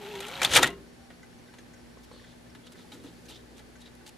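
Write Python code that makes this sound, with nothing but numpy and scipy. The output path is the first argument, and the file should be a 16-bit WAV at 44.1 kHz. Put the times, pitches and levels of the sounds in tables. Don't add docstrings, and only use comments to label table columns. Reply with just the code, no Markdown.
import sys
import numpy as np
from scipy import signal
from scipy.fft import rfft, irfft
from scipy.io import wavfile
from scipy.ndimage import uniform_filter1d

SR = 44100
rng = np.random.default_rng(int(sys.argv[2]) if len(sys.argv) > 2 else 0)


def nominal_scale(level):
    x = np.asarray(level, float) / 20
    return 10 ** x


def master(y):
    cut = np.clip(np.atleast_2d(y).T, -1, 1)
    pcm = np.round(cut * 32767)
    wavfile.write(sys.argv[1], SR, pcm.astype(np.int16))


N = 184073

# frequency in Hz, likeness from 0 to 1.
NEAR_LIKENESS = [(60, 0.87), (180, 0.98), (550, 0.94), (1650, 0.94), (4970, 0.8), (15000, 0.56)]


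def rms_one(x):
    return x / np.sqrt(np.mean(x ** 2) + 1e-20)


def in_time(rows):
    s, *columns = np.transpose(rows)
    return [np.interp(np.arange(N) / SR, s, c) for c in columns]


def at_hz(points, hz):
    point_hz, values = np.array(points).T
    return np.interp(np.log(hz), np.log(point_hz), values)


def resonance(x, hz, width_hz):
    r = np.exp(-np.pi * width_hz / SR)
    poles = [1, -2 * r * np.cos(2 * np.pi * hz / SR), r * r]
    return signal.lfilter([(1 - r * r) / 2, 0, (r * r - 1) / 2], poles, x + 1e-18)


def pair(alike, grain_db=0.):
    sizes = nominal_scale(grain_db * np.minimum(rng.exponential(1, N), 5))
    mid, side = rfft(rng.standard_normal((2, N)) * sizes)
    share = np.clip(at_hz(alike, np.arange(len(mid)) * SR / N + 1), 0, 1)
    left_right = np.sqrt(1 + share) * mid + np.sqrt(1 - share) * side * [[1], [-1]]
    return rms_one(irfft(left_right, N))


def coloured(spectrum):
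    size = 8192
    hz = np.arange(size // 2 + 1) * SR / size + 1
    cepstrum = irfft(np.log(nominal_scale(at_hz(spectrum, hz))))
    cepstrum[1:size // 2] *= 2
    cepstrum[size // 2 + 1:] = 0
    return irfft(np.exp(rfft(cepstrum)))


def shaped(x, spectrum):
    hz = np.arange(N // 2 + 1) * SR / N + 1
    return rms_one(irfft(rfft(x) * nominal_scale(at_hz(spectrum, hz)), N))


def spells(rows, fade_s):
    out = np.zeros(N)
    for a, b, db in rows:
        t = np.arange(max(round(a * SR), 0), min(round(b * SR), N))
        out[t] += nominal_scale(db) * np.clip(np.minimum(t / SR - a, b - t / SR) / fade_s, 0, 1)
    return out


def room_hiss():
    # frequency in Hz, left-right likeness from 0 to 1.
    hiss_likeness = [(60, 1), (130, 0.17), (290, 0.12), (640, 0.0274), (1400, 0.02), (3100, 0.18),
                     (7000, 0.31), (15000, 0.089)]
    # frequency in Hz, level in dB per Hz.
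    hiss_colour = [(15, -52), (25, -14), (45, -20.5), (70, -7), (190, -9.5), (307, -7), (587, -12.5),
                   (857, -17.5), (1360, -20.5), (1780, -18.5), (2590, -23), (4450, -25.5), (10300, -33.5),
                   (13500, -39), (15000, -43), (15800, -57.5)]
    return nominal_scale(-53.5) * shaped(pair(hiss_likeness), hiss_colour)


def supply_hum():
    # frequency in Hz, rms level in dB, width in Hz.
    hum_lines = [(120.4, -64.5, 4.2), (173.1, -63, 10.3), (357, -72.5, 6.1), (781, -73.5, 16),
                 (862, -72.5, 27), (1530, -73.5, 110), (4400, -76, 210), (10010, -76.5, 218),
                 (10800, -77.5, 900)]
    t, out = np.arange(N) / SR, np.zeros((2, N))
    noise = pair([(20, 0.411), (20000, 0.16)])
    for hz, db, width_hz in hum_lines:
        narrow = rms_one(resonance(resonance(noise, hz, width_hz), hz, width_hz))
        steady = np.clip(1.2 - width_hz / 8, 0, 1)
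        tone = np.sqrt(2) * np.sin(2 * np.pi * hz * t)
        out = out + nominal_scale(db) * (steady * tone + np.sqrt(1 - steady ** 2) * narrow)
    waver = rms_one(resonance(rng.standard_normal(N), 4.7, 6.1))
    null_s, beat_s = 1.3, 1.52
    beat = np.sin(np.pi * (t - null_s) / beat_s)
    for hz, db, swell in [(59.8, -60, beat), (240.6, -58, 1)]:
        phase = 2 * np.pi * hz * t + 0.204 * waver + np.array([[0], [.5]])
        out = out + swell * np.sqrt(2) * nominal_scale(db + 1.8 * waver) * np.sin(phase)
    return out + supply_whistle(waver)


def supply_whistle(waver):
    start_s, period_s, count = .862, .147, 10
    on_s, level_db, whistle_hz = 0.0635, -75, 5570
    starts = start_s + period_s * np.arange(count)
    rows = [(s, s + on_s * rng.uniform(0.7, 1.7), level_db + rng.normal(0, 1.5)) for s in starts]
    tone = np.sin(2 * np.pi * whistle_hz * np.arange(N) / SR + 0.44 * waver)
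    return spells(rows, fade_s=0.0052) * np.sqrt(2) * tone


def room_tone():
    return (room_hiss() + supply_hum()) * nominal_scale(np.array([[.35], [-.35]]))


def bench(x):
    t60_s, first_echo_s = 0.19, .004
    age = np.arange(SR // 2) / SR
    tail = rng.standard_normal((2, len(age))) * nominal_scale(-60 * age / t60_s) * (age > first_echo_s)
    tail = signal.lfilter([.4], [1, -.6], tail)
    return signal.fftconvolve(x, tail / np.sqrt(np.sum(tail[0] ** 2)), axes=1)[:, :N]


def rumble():
    # start in seconds, end in seconds, level in dB.
    hand_loads = [
        (0, .5, -64),
        (.45, .76, -36),
        (.6, .95, -53.5),
        (1.05, 2.2, -65.5),
        (2.5, 3.8, -60),
        (2.9, 3.17, -56),
        (3.2, 3.42, -62),
        (3.9, 4.17, -75),
    ]
    # frequency in Hz, level in dB per Hz.
    rumble_colour = [(50, -10.5), (90, -6.5), (180, -3.5), (320, 4.5), (500, 0), (800, -37.5)]
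    return spells(hand_loads, fade_s=0.15) * shaped(pair(NEAR_LIKENESS), rumble_colour)


def ticks():
    # peak time in seconds, peak in dB, ring in Hz.
    rail_burrs = [(.062, -48.5, 1750), (.063, -38, 2640), (.1017, -47, 1900), (.112, -39, 2540),
                  (.154, -37, 3500), (.158, -38, 2150), (0.187, -40, 4130), (.2044, -38, 2470),
                  (.2044, -37, 3700), (.222, -38, 3370), (.2225, -42, 2600), (.232, -38, 2930),
                  (.24, -44, 3330), (.251, -36, 2390), (.252, -44, 3270), (.27, -45, 3250),
                  (.271, -39, 1893), (.335, -41, 3100), (.338, -42, 3700), (.366, -45, 3300),
                  (.396, -43, 3500), (0.223, -36, 1880), (.245, -36, 2900), (0.268, -43, 2730),
                  (0.285, -43, 1430), (.298, -35, 2340), (.312, -49, 4160), (.3346, -35, 2300),
                  (0.353, -32, 3880), (0.359, -38, 3080), (.365, -37, 1350), (.395, -43, 4320),
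                  (.401, -33, 2320)]
    # peak time in seconds, peak in dB, ring in Hz.
    faint_ticks = [(1.475, -58, 3800), (1.54, -57, 3000), (1.54, -58, 4400), (1.587, -52, 6400),
                   (1.586, -57, 4170), (1.104, -51, 1880), (1.104, -46, 690), (2.195, -52, 1800),
                   (2.549, -48, 1985), (2.551, -49, 1270), (2.67, -55, 3210), (2.72, -56, 1450),
                   (2.92, -44.5, 3800), (2.92, -47, 3100), (3.13, -56, 1730), (3.31, -53, 850),
                   (3.312, -45, 3100), (3.818, -47, 3800), (3.858, -46, 3900), (1.14, -57, 4400),
                   (1.385, -59, 6100), (2.245, -52, 1780), (2.5, -55, 5470), (2.755, -49.5, 1530),
                   (3.0, -54, 3750), (3.27, -55, 1610), (3.595, -53, 2010), (3.6, -56, 1500),
                   (3.76, -60, 1480), (4.01, -53.5, 1480), (4.064, -48, 3560), (4.064, -53, 2810),
                   (4.064, -49, 4540)]
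    step_start_s, step_period_s, step_db, step_hz = .795, .06663, -57, 1750
    steps = [(s, step_db, step_hz) for s in np.arange(step_start_s, N / SR, step_period_s)]
    rough = .7
    out, age = np.zeros((2, N + SR)), np.arange(SR // 12) / SR
    for rows, t60 in [(rail_burrs, .035), (faint_ticks, 0.06), (steps, 0.043)]:
        for s, db, hz in rows:
            bite = rms_one(uniform_filter1d(rng.standard_normal((2, len(age))), size=60))
            envelope = nominal_scale(db - 60 * age / t60) * (1 - np.exp(-age / 0.0003))
            ring = envelope * np.sin(2 * np.pi * hz * age + rough * bite[0])
            start = round(s * SR)
            out[:, start:start + len(age)] += ring * (1 + rough / 2 * bite)
    return out[:, :N]


def singing():
    # start and end in seconds, level in dB, pitch and width in Hz.
    sung = [(0, 0.07, -53.5, 790, 30), (0.0081, 0.099, -53, 870, 25), (.125, 0.24, -54, 950, 25),
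            (0.14, 0.3, -51, 835, 12), (0.195, 0.24, -54, 525, 30), (.42, .5, -43, 372.5, 16),
            (.506, .54, -44, 9300, 1300), (.45, 0.473, -33.5, 4200, 840), (.485, .5, -42, 3200, 500),
            (.66, .70, -46, 2000, 160), (.7, .75, -56, 1980, 120), (.4, 0.47, -47, 890, 20),
            (.2, .39, -53, 1350, 30), (0, 0.201, -55.5, 190, 35), (.28, .41, -53.5, 700, 65)]
    # start and end in seconds, level in dB, pitch and width in Hz.
    whispers = [(1.225, 1.245, -62.5, 6300, 1800), (1.731, 1.754, -60, 6300, 2500),
                (1.975, 1.993, -64, 5770, 2000), (2.63, 2.665, -65, 3300, 360),
                (2.714, 2.735, -60.5, 9000, 2000), (3.248, 3.27, -61, 6300, 1200),
                (3.33, 3.38, -64, 3730, 500), (3.557, 3.578, -60, 3400, 600),
                (3.753, 3.775, -64, 6560, 900), (4.075, 4.09, -60, 8800, 1500),
                (1.466, 1.51, -65, 1546, 66), (0.796, 1.85, -70.5, 781, 7.5), (2.126, 2.2, -63, 4260, 500),
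                (3.386, 3.42, -65, 3500, 900), (3.864, 3.884, -62, 2000, 700)]
    friction, out = pair(NEAR_LIKENESS), np.zeros((2, N))
    for a, b, db, hz, width in sung + whispers:
        around = slice(max(round(a * SR) - SR // 4, 0), round(b * SR))
        voice = rms_one(resonance(resonance(friction[:, around], hz, width), hz, width))
        out[:, around] += spells([(a, b, db)], fade_s=0.0079)[around] * voice
    return out


def scratches():
    # start in seconds, end in seconds, level in dB.
    nail_strokes = [
        (2.03, 2.055, -58),
        (2.716, 2.74, -56),
        (2.75, 3.42, -66),
        (2.915, 2.95, -58),
        (3.25, 3.272, -62),
        (3.283, 3.314, -50.5),
        (3.565, 3.605, -62),
        (3.8, 3.826, -59),
        (4.058, 4.102, -52.5),
    ]
    # frequency in Hz, level in dB per Hz.
    scratch_colour = [(500, -42), (2000, -4), (4000, -1), (8000, -7), (12000, -11), (15500, -21)]
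    grit = shaped(pair(NEAR_LIKENESS, grain_db=4.0), scratch_colour)
    return spells(nail_strokes, fade_s=0.0059) * grit


def rubs():
    # start in seconds, end in seconds, level in dB.
    skin_drags = [
        (2.114, 2.345, -61.5),
        (2.651, 2.693, -54),
        (2.757, 2.854, -60.5),
        (3.037, 3.11, -58.5),
        (3.286, 3.39, -53),
        (3.798, 3.902, -62),
    ]
    rub_hz, width_hz = 3500, 750
    friction = pair(NEAR_LIKENESS, grain_db=4.5)
    narrow = resonance(friction, rub_hz, width_hz)
    return spells(skin_drags, fade_s=0.021) * rms_one(resonance(narrow, rub_hz, width_hz * 12.0))


def lens():
    stroke_levels = [-43.5, -55, -49, -57, -50.5, -64, -54, -59, -63, -58, -53, -66]
    # frequency in Hz, level in dB, decay time t60 in seconds.
    lens_modes = [(1529, -4, 0.08), (2010, -4.5, 0.072), (3800, -17, 0.02), (7050, -16, 0.032)]
    start_s, period_s = 1.230, .2525
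    out, age = np.zeros(N + SR), np.arange(SR // 10) / SR
    for k, db in enumerate(stroke_levels):
        start = round((start_s + period_s * k) * SR)
        for hz, mode_db, t60 in lens_modes:
            buzz_db = 3.7 * rms_one(uniform_filter1d(rng.standard_normal(len(age)), size=70))
            ring_db = db + mode_db + rng.normal(0, 1.4) + buzz_db - 60 * age / t60
            ring = nominal_scale(ring_db) * (1 - np.exp(-age / 0.00091))
            out[start:start + len(age)] += ring * np.sin(2 * np.pi * hz * age + rng.uniform(0, 10.9))
    return out[:N]


def case(x, ring_db):
    # frequency in Hz, width in Hz, level in dB.
    case_modes = [(490, 2.8, -4.5), (850, 45, 3.5), (954, 43, 6), (1273, 15, 9), (1327, 14, 7.5),
                  (1450, 26, 6), (1750, 39.5, -5.5), (1950, 78, 1), (2170, 12, -34.5), (2363, 50.6, -1.5),
                  (2854, 59, 0), (3240, 149, -11.5), (3870, 100, -4.5), (4000, 47, 4.5), (6900, 2200, 2),
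                  (9030, 820, -2), (11400, 2100, 0)]
    rings = sum(nominal_scale(db) * resonance(x, hz, width) for hz, width, db in case_modes)
    return x + nominal_scale(ring_db) * rings


def of_parts(parts):
    return [(*row, hz, length) for rows, hz, length in parts for row in rows]


def contacts(rows, gain_db, ring_db, grain_db, rise, own_db, crack_db):
    # frequency in Hz, level in dB per Hz.
    blow_colour = [(120, -37), (200, -24.5), (366, -11), (423, -19.5), (481, 1), (1060, -7), (1550, -0.5),
                   (3660, 2), (4730, -7.5), (9500, -12), (12500, -16.5), (15800, -24.5)]
    out, age = 0, np.arange(SR // 8) / SR
    noise = pair(NEAR_LIKENESS, grain_db)
    body = case(coloured(blow_colour), ring_db)

    def burst(length):
        return nominal_scale(-20 * age / length) * (1 - np.exp(-age / (rise * length)))

    # low and high Hz, column of its own level, stretch of the burst, level in dB
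    bands = [(205, 1070, 2, 1.43, -7.5), (1040, 4100, None, 1.53, -8.0), (4955, 14300, 3, 1.06, -1.5)]
    for low, high, column, longer, band_db in bands:
        force, crack = np.zeros((2, N + len(age)))
        for row in rows:
            start = round(row[0] * SR)
            level_db = row[1] + (row[column] if column else 0) + band_db + gain_db
            force[start:start + len(age)] += nominal_scale(level_db) * burst(max(row[5], .002) * longer)
            crack[start + round(rise * row[5] * SR)] = nominal_scale(level_db + crack_db)
        band = signal.butter(2, [low, high], "band", fs=SR, output="sos")
        hits = signal.sosfilt(band, noise * force[:N] + crack[:N] + 1e-18)
        sign = 1 if column else -1
        out = out + hits * sign / np.linalg.norm(signal.sosfilt(band, body))
    out = signal.fftconvolve(out, body[None], axes=1)[:, :N]
    for s, db, _, _, hz, length in rows:
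        start = round(s * SR)
        kick = noise[:, start:start + len(age)]
        own = resonance(kick * burst(max(length, .002))[:kick.shape[1]], hz, hz / 8)
        out[:, start:start + len(age)] += nominal_scale(db + own_db) * own / np.abs(own).max()
    return out


def finger_contacts():
    # time in seconds, peak in dB, body in dB re peak, edge in dB re peak.
    taps = [(1.103, -38.5, -14, -39), (1.5375, -40.5, -1, -14), (2.113, -50, 10.5, -6),
            (2.4643, -48, -14, -15), (2.789, -50.5, 11.5, -6), (3.754, -50.5, -17, -7),
            (3.8155, -57, -17, 5)]
    clicks = [
        (1.585, -35.5, -12, -21),
        (2.549, -34, -19, -20),
        (3.5915, -41.5, -20, -16),
    ]
    nails = [(2.6665, -48.5, 1, -1.5), (2.918, -37, -7, -20), (2.926, -44, -11, -17.5),
             (3.284, -41, -11, -20), (3.8597, -45, -24, -32), (3.8185, -62, -20, -12),
             (3.87, -45, -20, -22)]
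    drags = [
        (2.9343, -46.5, -12, -3.5),
        (3.036, -46, -1, -6),
        (3.2953, -47.5, 0, -2),
        (3.5668, -51, -19, -3),
    ]
    flicks = [
        (3.581, -37.5, -17, -15),
        (3.952, -55.5, -18.5, 7),
        (4.0638, -39, -13, -8),
        (4.077, -46, -20, 3),
        (4.092, -46, -17, 5),
    ]
    # contacts, own ring in Hz, burst length in seconds
    parts = [(taps, 533, 0.0194), (clicks, 1660, .014), (nails, 4150, 0.0176),
             (drags, 860, 0.06), (flicks, 2930, 0.0056)]
    return contacts(of_parts(parts), gain_db=-5.5, ring_db=4.0, grain_db=2.0, rise=0.0494,
                    own_db=-10.0, crack_db=15.5)


def thumps():
    # blow in seconds, then modes of ring in Hz, peak in dB, t60 in seconds.
    struck_modes = [(0.376, [(923, -44, 0.39)]), (.417, [(815, -28, 0.082), (1340, -15, 0.015),
                    (2380, -17.5, 0.036)]), (0.449, [(180, -37.5, 0.13), (3570, -9, 0.022),
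                    (3380, -13.5, 0.022)]), (0.5, [(82.3, -31, 0.17)]), (0.574, [(64.3, -38, 0.53),
                    (141, -23.5, 0.086)]), (.563, [(490, -31, 0.13), (862, -28.5, 0.084),
                    (3300, -10, 0.028), (1612, -19, 0.089), (1217, -26.5, 0.13), (1704, -27, 0.12),
                    (2363, -17, 0.094)]), (.597, [(366, -22, 0.11)]), (.63, [(1350, -15, .04),
                    (1909, -14.5, 0.076), (3666, -12.5, 0.041)]), (0.644, [(230, -29, 0.054),
                    (1450, -18, 0.024), (1850, -14, 0.025)]), (.688, [(181, -52, 0.98), (394.4, -39, 0.48),
                    (1068, -44.5, 0.25), (1420, -54, 0.33), (695, -36.5, 0.107), (2010, -41, 0.069)]),
                    (0.703, [(2830, -46.5, 0.18)]), (3.036, [(114.3, -43, 0.13)]),
                    (2.118, [(4400, -56.5, 0.13)]), (2.13, [(8400, -55, 0.05)])]
    # time in seconds, peak in dB.
    presses = [(1.098, -52), (2.553, -46), (2.575, -49), (2.932, -41), (2.972, -43), (3.044, -34.5),
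               (3.292, -47)]
    # time in seconds, peak in dB.
    nudges = [
        (2.845, -50.5),
        (2.92, -49),
        (3.596, -50.5),
        (4.08, -52.5),
    ]
    # time in seconds, peak in dB.
    knocks = [
        (1.9709, -40),
        (2.1132, -37.5),
        (2.138, -43.5),
        (2.162, -45),
        (2.215, -44.5),
        (2.79, -46),
    ]
    # time in seconds, peak in dB, ring in Hz.
    cracks = [(0.4318, -30, 10000), (.4467, -29, 9000), (0.447, -28.5, 6500), (0.5351, -19, 6300),
              (.5352, -31, 10500), (.5532, -23, 8700), (0.5644, -16, 8200), (0.5653, -14, 10400),
              (.5655, -25, 14800), (0.5672, -8, 1900), (0.569, -20.5, 6500), (0.574, -18, 3600),
              (.5771, -25, 7500), (0.6311, -22, 9000), (0.6325, -14, 7000), (.6311, -27, 12000),
              (.5655, -20, 11800), (.5597, -14, 4600), (.548, -24, 8500), (.4965, -32, 2000),
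              (.5588, -14, 3000), (0.6312, -21, 1500), (.6434, -13, 1700), (0.6434, -23, 7500),
              (.441, -20, 1600), (.4466, -31, 14500), (.4472, -20, 4400)]
    struck = [(s, db, hz, t60) for s, modes in struck_modes for hz, db, t60 in modes]
    struck += [(s, db, 278.5, 0.098) for s, db in presses]
    struck += [(s, db, 849, 0.11) for s, db in nudges]
    struck += [(s, db, 500, 0.028) for s, db in knocks]
    struck += [(s, db - 7, 1093, 0.028) for s, db in knocks]
    struck += [(s, db, hz, 0.0128) for s, db, hz in cracks]
    out, age = np.zeros(N + SR), np.arange(SR // 3) / SR
    for s, db, hz, t60 in struck:
        swell = 1 - np.exp(-age * hz / 0.53)
        start = round(s * SR)
        out[start:start + len(age)] += nominal_scale(db - 60 * age / t60) * swell * np.sin(2 * np.pi * hz * age)
    return out[:N]


def coast():
    # time in seconds, tooth rate in Hz, tone in dB.
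    slowing = [
        (.485, 620, -56),
        (.505, 579.4, -41.5),
        (.53, 505, -42),
        (.56, 479, -37),
        (.585, 477, -37.5),
        (.6, 467, -51),
    ]
    hz, tone_db = in_time(slowing)
    t = np.arange(N) / SR
    turning = (t > slowing[0][0]) & (t < slowing[-1][0])
    return np.sqrt(2) * nominal_scale(tone_db) * turning * np.sin(2 * np.pi * np.cumsum(hz) / SR)


def gear():
    # time in seconds, tooth rate in Hz, tone in dB.
    tooth_rate = [
        (0, 429, -48),
        (.06, 390.3, -42.5),
        (.098, 429.7, -44),
        (.17, 389, -40),
        (.238, 397.2, -46.5),
        (.275, 427.7, -49.5),
        (.335, 550, -51),
        (.42, 540, -48),
    ]
    hz, tone_db = in_time(tooth_rate)
    turning = np.clip((tooth_rate[-1][0] - np.arange(N) / SR) / 0.0057, 0, 1)
    waver = rms_one(resonance(rng.standard_normal(N), 30.3, 60))
    phase = 2 * np.pi * np.cumsum(hz * (1 + .006 * waver)) / SR
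    teeth = np.sin(phase) + nominal_scale(-18.5) * np.sin(2 * phase)
    tone = np.sqrt(2) * nominal_scale(tone_db) * teeth * nominal_scale(1.4 * waver)
    low_pass = signal.butter(2, 350, fs=SR, output="sos")
    brushes = rms_one(signal.sosfilt(low_pass, pair(NEAR_LIKENESS)))
    motor_hz = 12800 + 3.5 * (hz - 400)
    motor = nominal_scale(-63) * brushes * np.sin(2 * np.pi * np.cumsum(motor_hz) / SR)
    motor_end_s = .58
    return turning * tone + spells([(-.1, motor_end_s, 0)], fade_s=0.043) * motor


def catches(per_s, cycles, spread_db):
    sizes = nominal_scale(spread_db * np.minimum(rng.exponential(1, SR), 4)) * (rng.random(SR) < per_s / SR)
    dealt = rng.integers(0, 20, SR)
    pitches = np.geomspace(750, 4300, 20)
    rings = sum(resonance(sizes * (dealt == k), hz, hz / cycles) for k, hz in enumerate(pitches))
    return np.pad(rms_one(rings), (0, N - SR))


def scrape_levels():
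    # peak time in seconds, level in dB, extra edge in dB.
    shakes = [
        (.47, -35, -36.5),
        (0.563, -26.5, 14),
        (0.65, -26, 2.5),
    ]
    rail_db, rail_gain_db_per_s, rail_end_s, rail_edge_db = -47.5, 13, 0.456, 4
    rise_db_per_s, fall_db_per_s = 240.5, 477
    t = np.arange(N) / SR
    past_end_s = np.maximum(t - rail_end_s, 0)
    rails = rail_db + rail_gain_db_per_s * t - (fall_db_per_s + rail_gain_db_per_s) * past_end_s
    layers = [(rails, rail_edge_db)]
    for s, db, edge_db in shakes:
        drop_db = np.maximum(rise_db_per_s * (s - t), fall_db_per_s * (t - s))
        layers.append((db - drop_db, edge_db))
    level = sum(nominal_scale(db) for db, _ in layers)
    return level, sum(nominal_scale(db + edge_db) for db, edge_db in layers)


def slide():
    # frequency in Hz, level in dB per Hz.
    slide_colour = [(59, -42), (100, -9), (340, -14.5), (394, -5), (477, -49), (530, -11), (861, -10.5),
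                    (1160, -13.5), (1370, -13), (3300, -11.5), (5000, -29), (13100, -43.5), (14500, -46.5),
                    (15500, -62.5)]
    level, edge_level = scrape_levels()
    clumps = rms_one(resonance(rng.standard_normal(N), 27.6, 127))
    friction = shaped(pair(NEAR_LIKENESS, grain_db=4.5), slide_colour)[:, :SR]
    scrape = np.pad(rms_one(case(friction, ring_db=-14.0)), ((0, 0), (0, N - SR)))
    high_pass = signal.butter(2, 4600, "high", fs=SR, output="sos")
    edge = signal.sosfilt(high_pass, scrape + 1e-18)
    snagging = nominal_scale(-10.5) * catches(per_s=550.0, cycles=75.0, spread_db=3.5)
    return nominal_scale(2.0 * clumps) * (level * (scrape + snagging) + edge_level * edge)


def tray_contacts():
    # time in seconds, peak in dB, body in dB re peak, edge in dB re peak.
    snags = [(0.061, -28.5, -7, -21), (0.152, -24.5, -9, -13.5), (0.203, -30.5, 6.5, 2.5),
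             (0.224, -22.5, -17, -19), (0.265, -46, -20, 13.5), (0.2816, -34.5, 8, 4),
             (0.362, -42, -7, -24)]
    latch = [
        (0.416, -8.5, -9, -11),
        (0.4295, -13.5, -1.5, -2),
        (0.442, -22.5, 8, -1.5),
        (0.4463, -15.5, -37, -0.5),
    ]
    cam = [
        (0.493, -22.5, -3, -24),
        (0.512, -14, -20, -15),
        (0.523, -18, -21, -11),
        (0.5345, -5.5, -31, -12),
        (0.5492, -6.5, -16, -3),
    ]
    clamp = [
        (0.5577, -4, -2, -25.5),
        (0.5625, -10.5, -13, -6),
        (0.568, -4.5, -4, -3),
        (0.5834, -16.5, 10, -0.5),
        (0.5915, -23, 8.5, -8),
    ]
    end_stop = [
        (0.6252, -8.5, 2, -9),
        (0.6291, -7, -8, -3),
        (0.643, -35, -44, -4),
    ]
    settling = [
        (0.6668, -15.5, -3, -15),
        (0.673, -26, -21, -18),
        (0.706, -36, 4, -17),
        (0.725, -35, -2, -27),
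        (0.776, -47, 8, -34),
    ]
    snaps = [(0.446, -26, -22.5, 3.5), (0.5078, -25, -23.5, 1.5), (0.535, -17, -21.5, -8),
             (0.5595, -11, -12.5, -14.5), (0.5652, -6.5, -20, 2.5), (0.575, -4.5, -6, -13),
             (0.630, -19, -8, -1), (0.4313, -31, -21, -1), (0.552, -23, -20.5, -8), (0.643, -18, -20, -10),
             (0.6535, -31, -20, 1), (0.6662, -28, -23, 1), (0.6745, -27.5, -20, 4), (0.703, -40, -17, 5)]
    # contacts, own ring in Hz, burst length in seconds
    parts = [(snags, 2400, 0.012), (latch, 1455, 0.013), (cam, 5950, 0.016), (clamp, 1300, 0.012),
             (end_stop, 1200, 0.0099), (settling, 2440, 0.015), (snaps, 3000, 0.0033)]
    return contacts(of_parts(parts), gain_db=-4.0, ring_db=-5.0, grain_db=2.0, rise=0.17,
                    own_db=-22.0, crack_db=3.0)


def scene():
    shut = tray_contacts() + slide() + gear() + coast() + thumps()
    fingers = finger_contacts() + rubs() + lens() + rumble() + scratches()
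    near = shut * nominal_scale(np.array([[.6], [-.6]])) + fingers * nominal_scale(np.array([[.3], [-.3]]))
    return near + nominal_scale(-26.5) * bench(near) + room_tone() + singing() + ticks()


def band_limit(x):
    return signal.sosfilt(signal.butter(12, 16250, fs=SR, output="sos"), x)


def record(dry):
    rounded = 0.91 * np.tanh(dry / 0.98)
    top_cut = signal.cheby2(16, 70, 16200, fs=SR, output="sos")
    return band_limit(signal.sosfilt(top_cut, rounded))


dry = scene()
out = record(dry)
master(out)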